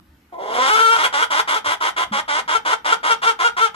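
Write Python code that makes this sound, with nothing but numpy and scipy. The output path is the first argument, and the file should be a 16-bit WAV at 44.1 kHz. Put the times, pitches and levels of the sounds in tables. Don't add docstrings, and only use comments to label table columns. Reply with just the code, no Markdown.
import sys
import numpy as np
from scipy import signal
from scipy.fft import rfft, irfft
from scipy.io import wavfile
from scipy.ndimage import uniform_filter1d

SR = 44100
rng = np.random.default_rng(int(sys.argv[2]) if len(sys.argv) > 2 else 0)


def generate_wav(signal):
    frames = np.transpose(np.atleast_2d(signal))
    scaled = np.clip(frames, -1, 1) * 32767
    pcm = np.round(scaled).astype(np.int16)
    wavfile.write(sys.argv[1], SR, pcm)


N = 165375

# time in seconds, pitch in Hz, level in dB, roughness 0-1, beak opening 0-1.
SQUAWK = [(.318, 350.9, -74, 0.32, 0.3), (0.327, 358.4, -34, 0.33, 0.12), (.345, 340.3, -34.5, 0.42, 0.2),
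          (.37, 343.7, -39.5, 0.51, 0.14), (.385, 352.7, -31.5, 0.28, 0.12),
          (0.399, 179.5, -29.5, 0.54, 0.25), (0.439, 200.1, -29.5, 0.7, 0.29), (.5, 219, -27, 0.6, 0.42),
          (0.574, 240.2, -20.5, .8, 0.64), (0.589, 252.1, -17.5, 0.31, 0.47), (.66, 266, -17, 0.28, 0.99),
          (.69, 282.3, -15.5, 0.75, 0.9), (.705, 425.4, -15, 0, 0.92), (.755, 440, -13, .15, 0.9),
          (0.774, 440.3, -15.5, 0.67, 1), (.81, 449.6, -12, 0.2, 0.85), (.83, 456.7, -14, 0.1, 1),
          (0.879, 446.1, -13, 0.04, 0.96), (.915, 461.2, -14, 0.11, 1), (.93, 459.8, -11, 0.2, 0.97),
          (.955, 455, -16.5, 0.31, 0.97), (0.971, 461, -13.5, .6, 0.97)]
# start in seconds, length in seconds, then pitch in Hz, level in dB and roughness 0-1
# of the low part, time of the flip in seconds after the start, then the same three for the high part.
CLUCKS = [(.972, .105, 304.7, -18, .45, .056, 522.4, -13.5, .85),
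          (1.126, .125, 288.3, -18, 0.37, .085, 467.5, -13.5, 0.61),
          (1.302, 0.11, 290.8, -18, .45, .085, 459, -12, 0.66),
          (1.475, .115, 300.6, -18.5, 0.585, .075, 454.5, -18, 0.42),
          (1.645, .105, 296.1, -19, 0.56, .085, 439.4, -21.5, 0.84),
          (1.804, .1, 310.9, -19.5, .55, .085, 442.2, -23.5, 0.9),
          (1.964, .085, 314.7, -20, 0.7, .075, 442.7, -47, 0.79),
          (2.121, .09, 276.7, -20, 0.507, .08, 438.8, -29, 0.94),
          (2.28, .125, 292.9, -19.5, 0.3136, .105, 439.4, -18.5, 0.81),
          (2.478, .1, 301.3, -19, .5, .065, 454.5, -13, 0.21),
          (2.65, 0.096, 306.3, -18.5, .55, .072, 449.7, -12.5, 0.28),
          (2.846, 0.1, 301.4, -18.5, 0.6, .072, 458.4, -10.5, 0.34),
          (3.031, .112, 308.3, -18.5, 0.65, .062, 464.7, -11.5, 0.31),
          (3.218, .1, 334.1, -18.5, 0.85, 0.036, 460.9, -11.5, 0.24),
          (3.39, .1, 323.2, -18.5, 0.443, .045, 472.8, -11.5, 0.17),
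          (3.566, 0.11, 321.5, -19.5, 0.644, 0.031, 453.8, -12.5, 0.079),
          (3.743, .1, 296, -26.5, 0.35, 0.057, 452, -12, 0.16)]
# frequency in Hz, gain in dB.
THROAT = [(100, -46), (300, -26), (450, -14), (620, -14), (780, -6.5), (950, -3), (1150, -4), (1370, -2.5),
          (1480, -2), (1620, -12), (2000, -9), (2350, -14.5), (2650, -22), (3150, -12.5), (3750, -17.5),
          (4250, -28), (4650, -25), (5000, -28.5), (5500, -24.5), (7500, -33), (10300, -35), (11000, -40),
          (13000, -43)]
# frequency in Hz, gain in dB.
PUFF_TONE = [(300, 3), (1500, 3), (3000, 5.5), (6000, 3), (13000, 9)]
# frequency in Hz, gain in dB.
SHUT_BEAK = [(200, 11), (680, 13), (1000, 3.5), (1400, -43), (2300, -8), (3500, -28), (5000, -46),
             (13000, -63)]
# frequency in Hz, gain in dB.
HIGH_REGISTER = [(300, 2), (1000, -1.5), (1200, 2), (1360, 5), (1550, 10), (1900, -8.5), (2400, 3),
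                 (3500, -1), (13000, -0.5)]
# time in seconds, share 0-1.
FACING = [(0, 1), (1.7, 0.9), (2.5, 0), (3.75, 0.21)]
# frequency in Hz, gain in dB.
TURNED_AWAY = [(1000, 1.5), (9500, 0.5), (11000, -5), (13000, -3)]
# frequency in Hz, left minus right in dB.
LEFT_MINUS_RIGHT = [(60, -.5), (520, -2.5), (740, 1), (1000, -6), (1150, -3), (1310, 6), (1600, -1.5),
                    (2000, 1), (5000, 0), (8700, 6), (13000, 6)]
# frequency in Hz, gain in dB.
WALLS_TONE = [(200, -20), (500, -14), (900, -7), (1300, -14), (2000, -2), (4000, 0), (8000, 3)]
# frequency in Hz, time to fall by 60 dB in seconds.
WALLS_FADE = [(1000, .08)]
# frequency in Hz, gain in dB.
COOP_TONE = [(250, -11.5), (700, -3), (1400, -10.5), (3000, -11), (10000, -10)]
# frequency in Hz, time to fall by 60 dB in seconds.
COOP_FADE = [(250, 0.36), (660, 0.13), (1740, .22), (4590, 0.23), (10000, 0.15)]
# start in seconds, pitch in Hz, level in dB, time to fall by 60 dB in seconds.
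THUMPS = [(0.084, 72, -45, 0.44), (1.662, 97, -41, 0.26), (2.112, 211.6, -23, 0.17),
          (2.48, 60.57, -46, .15)]
# frequency in Hz, relative level in dB.
AIR_TONE = [(12, -72), (20, -72), (64, -7), (107, -16.5), (190, -9), (301, -13), (428, -26), (1370, -23.5),
            (9650, -44.5), (13000, -32.5)]
# frequency in Hz, likeness (1 is identical).
AIR_LIKENESS = [(60, 0.94), (300, 0.94), (1000, 0.11), (10000, 0.22)]

ATTACK_S, ATTACK_DB = 0.015, -7
RELEASE_S, RELEASE_DB = 0.022, -25.5
FLIP_S, SQUAWK_FLIP_S = 0.006, 0.695
LOW_DROP, LOW_DROP_S = 0.2, 0.013
LOW_RISE = 0.16
HIGH_PEAK = 0.45
HIGH_ARCH, HIGH_SWELL_DB = 0.08, -12.5
JITTER, SHIMMER_DB = 0.16, 6
BREATH = 0.13
SPREAD = 0.012
LEFT_LEAD_S = 12 / 44100
AIR_DB = -54.5
EDGE_HZ = 13100


def gain_of(db):
    return 10 ** (np.asarray(db) / 20)


def evened(x):
    return x / np.sqrt(np.mean(x ** 2) + 1e-20)


def read(points, hz):
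    f, value = np.transpose(points)
    return np.interp(np.log(hz + 1), np.log(f + 1), value)


def colour(x, points):
    hz = abs(np.fft.fftfreq(8192, 1 / SR))
    log_gain = np.log(gain_of(read(points, hz)))
    response = np.exp(np.conj(signal.hilbert(log_gain)))
    taps = np.fft.ifft(response).real[:4096]
    return signal.oaconvolve(x, taps)[:N]


def blend(share, x, y):
    return share * x + (1 - share) * y


def gestures():
    t = np.arange(N) / SR
    rows = np.transpose(SQUAWK)
    hz, db, rough, beak = (np.interp(t, rows[0], row) for row in rows[1:])
    high = np.clip((t - SQUAWK_FLIP_S) / FLIP_S, 0, 1)
    db[(t < rows[0, 0]) | (t > rows[0, -1])] = -120

    for start, length, low_hz, low_db, low_rough, flip, high_hz, high_db, high_rough in CLUCKS:
        on = (t >= start) & (t < start + length + RELEASE_S)
        u = t[on] - start
        up = np.clip((u - flip) / FLIP_S, 0, 1)

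        drop = LOW_DROP * np.exp(-u / LOW_DROP_S)
        climb = LOW_RISE * ((u / flip) ** 2 - 0.3)
        low_pitch = low_hz * (1 + drop + climb)
        off = (2 * (u - flip) / max(length - flip, 0.01) - 2 * HIGH_PEAK) ** 2
        high_pitch = high_hz * (1 - HIGH_ARCH * np.minimum(off, 2))
        hz[on] = blend(up, high_pitch, low_pitch)

        attack = ATTACK_DB * np.clip(1 - u / ATTACK_S, 0, 1)
        release = RELEASE_DB * np.clip((u - length) / RELEASE_S, 0, 1)
        high_level = high_db + HIGH_SWELL_DB * np.minimum(off, 1)
        db[on] = blend(up, high_level, low_db) + attack + release
        rough[on] = blend(up, high_rough, low_rough)
        high[on] = up * (1 - high_rough)
    return hz, db, np.clip(rough, 0, 1), np.clip(beak, 0, 1), high


def hen():
    hz, db, rough, beak, high = gestures()
    wobble = evened(uniform_filter1d(rng.standard_normal(N), size=160))
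    uneven_hz = hz * (1 + JITTER * rough ** 2 * np.clip(wobble, -2, 2))
    turns = np.cumsum(uneven_hz) / SR

    draws = np.clip(rng.standard_normal(N), -2, 1.2)
    size = gain_of(SHIMMER_DB * rough * draws[np.round(turns).astype(int)])
    pulses = evened(sum(np.cos(2 * np.pi * (k * turns - SPREAD * k ** 2)) for k in range(1, 36)))
    puff_shape = 0.53 + np.exp(-(turns % 1) / 0.54)
    puffs = colour(evened(puff_shape * rng.standard_normal(N)), PUFF_TONE)

    source = np.sqrt(1 - rough ** 2) * size * pulses + np.hypot(rough, BREATH) * puffs
    voice = colour(source, THROAT)
    voice = blend(high, colour(voice, HIGH_REGISTER), voice)
    voice = blend(beak, voice, colour(voice, SHUT_BEAK))
    facing = np.clip(np.interp(np.arange(N) / SR, *np.transpose(FACING)), 0, 1)
    voice = blend(facing, voice, colour(voice, TURNED_AWAY))
    voice /= np.sqrt(abs(uniform_filter1d(voice ** 2, size=1000)) + 1e-12)
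    return voice * uniform_filter1d(gain_of(db), size=60)


def ports(x):
    hz = np.fft.rfftfreq(N, 1 / SR)
    half = gain_of(read(LEFT_MINUS_RIGHT, hz) / 2) * np.exp(1j * np.pi * hz * LEFT_LEAD_S)
    return irfft(rfft(x) * np.array([half, 1 / half]), N)


def echoes(x, fade, tone, first):
    taps = np.zeros((2, SR // 2))
    at = np.arange(first, SR // 2 - 20, 20)
    at = at + rng.integers(0, 20, (2, len(at)))
    np.put_along_axis(taps, at, rng.choice([-1., 1.], at.shape), 1)

    hz, t, bands = signal.stft(taps, SR, nperseg=128)
    fall = gain_of(-60 * t / read(fade, hz)[:, None])
    fall /= np.linalg.norm(fall, axis=1)[:, None]
    tail = signal.istft(bands * fall, SR, nperseg=128)[1]
    tail /= np.linalg.norm(tail[0])
    return signal.fftconvolve(colour(x, tone)[None], tail, axes=1)[:, :N]


def thumps():
    start, hz, db, t60 = np.array(THUMPS).T[:, :, None]
    t = np.maximum(np.arange(N) / SR - start, 0)
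    onset = np.minimum(t * hz, 1)
    fading = gain_of(db - 60 * t / t60)
    return (onset * fading * np.sin(2 * np.pi * hz * t)).sum(0)


def air():
    frames, hz = N // 512 + 5, np.fft.rfftfreq(2048, 1 / SR)
    a, b, c, d, lumps = rng.standard_normal((frames, 1025, 5)).T
    lumps = uniform_filter1d(lumps, size=6, axis=0)
    lumps = evened(uniform_filter1d(lumps, size=8, axis=1))

    same = np.clip(read(AIR_LIKENESS, hz), -1, 1)[:, None]
    left = a + 1j * b
    right = same * left + np.sqrt(1 - same ** 2) * (c + 1j * d)
    bands = np.array([left, right]) * gain_of(read(AIR_TONE, hz)[:, None] + 2.5 * lumps)
    noise = signal.istft(bands, nperseg=2048, noverlap=1536)[1][:, :N]
    return gain_of(AIR_DB) * evened(noise)


def scene():
    voice = hen()
    first_echoes = echoes(voice, WALLS_FADE, WALLS_TONE, first=60)
    coop_tail = echoes(voice, COOP_FADE, COOP_TONE, first=300)
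    return ports(voice) + first_echoes + coop_tail + thumps() + air()


def record(dry):
    low_pass = signal.firwin(511, EDGE_HZ, window=("kaiser", 9), fs=SR)
    return signal.oaconvolve(np.clip(dry, -1, 1), low_pass[None], "same")


dry = scene()
out = record(dry)
generate_wav(out)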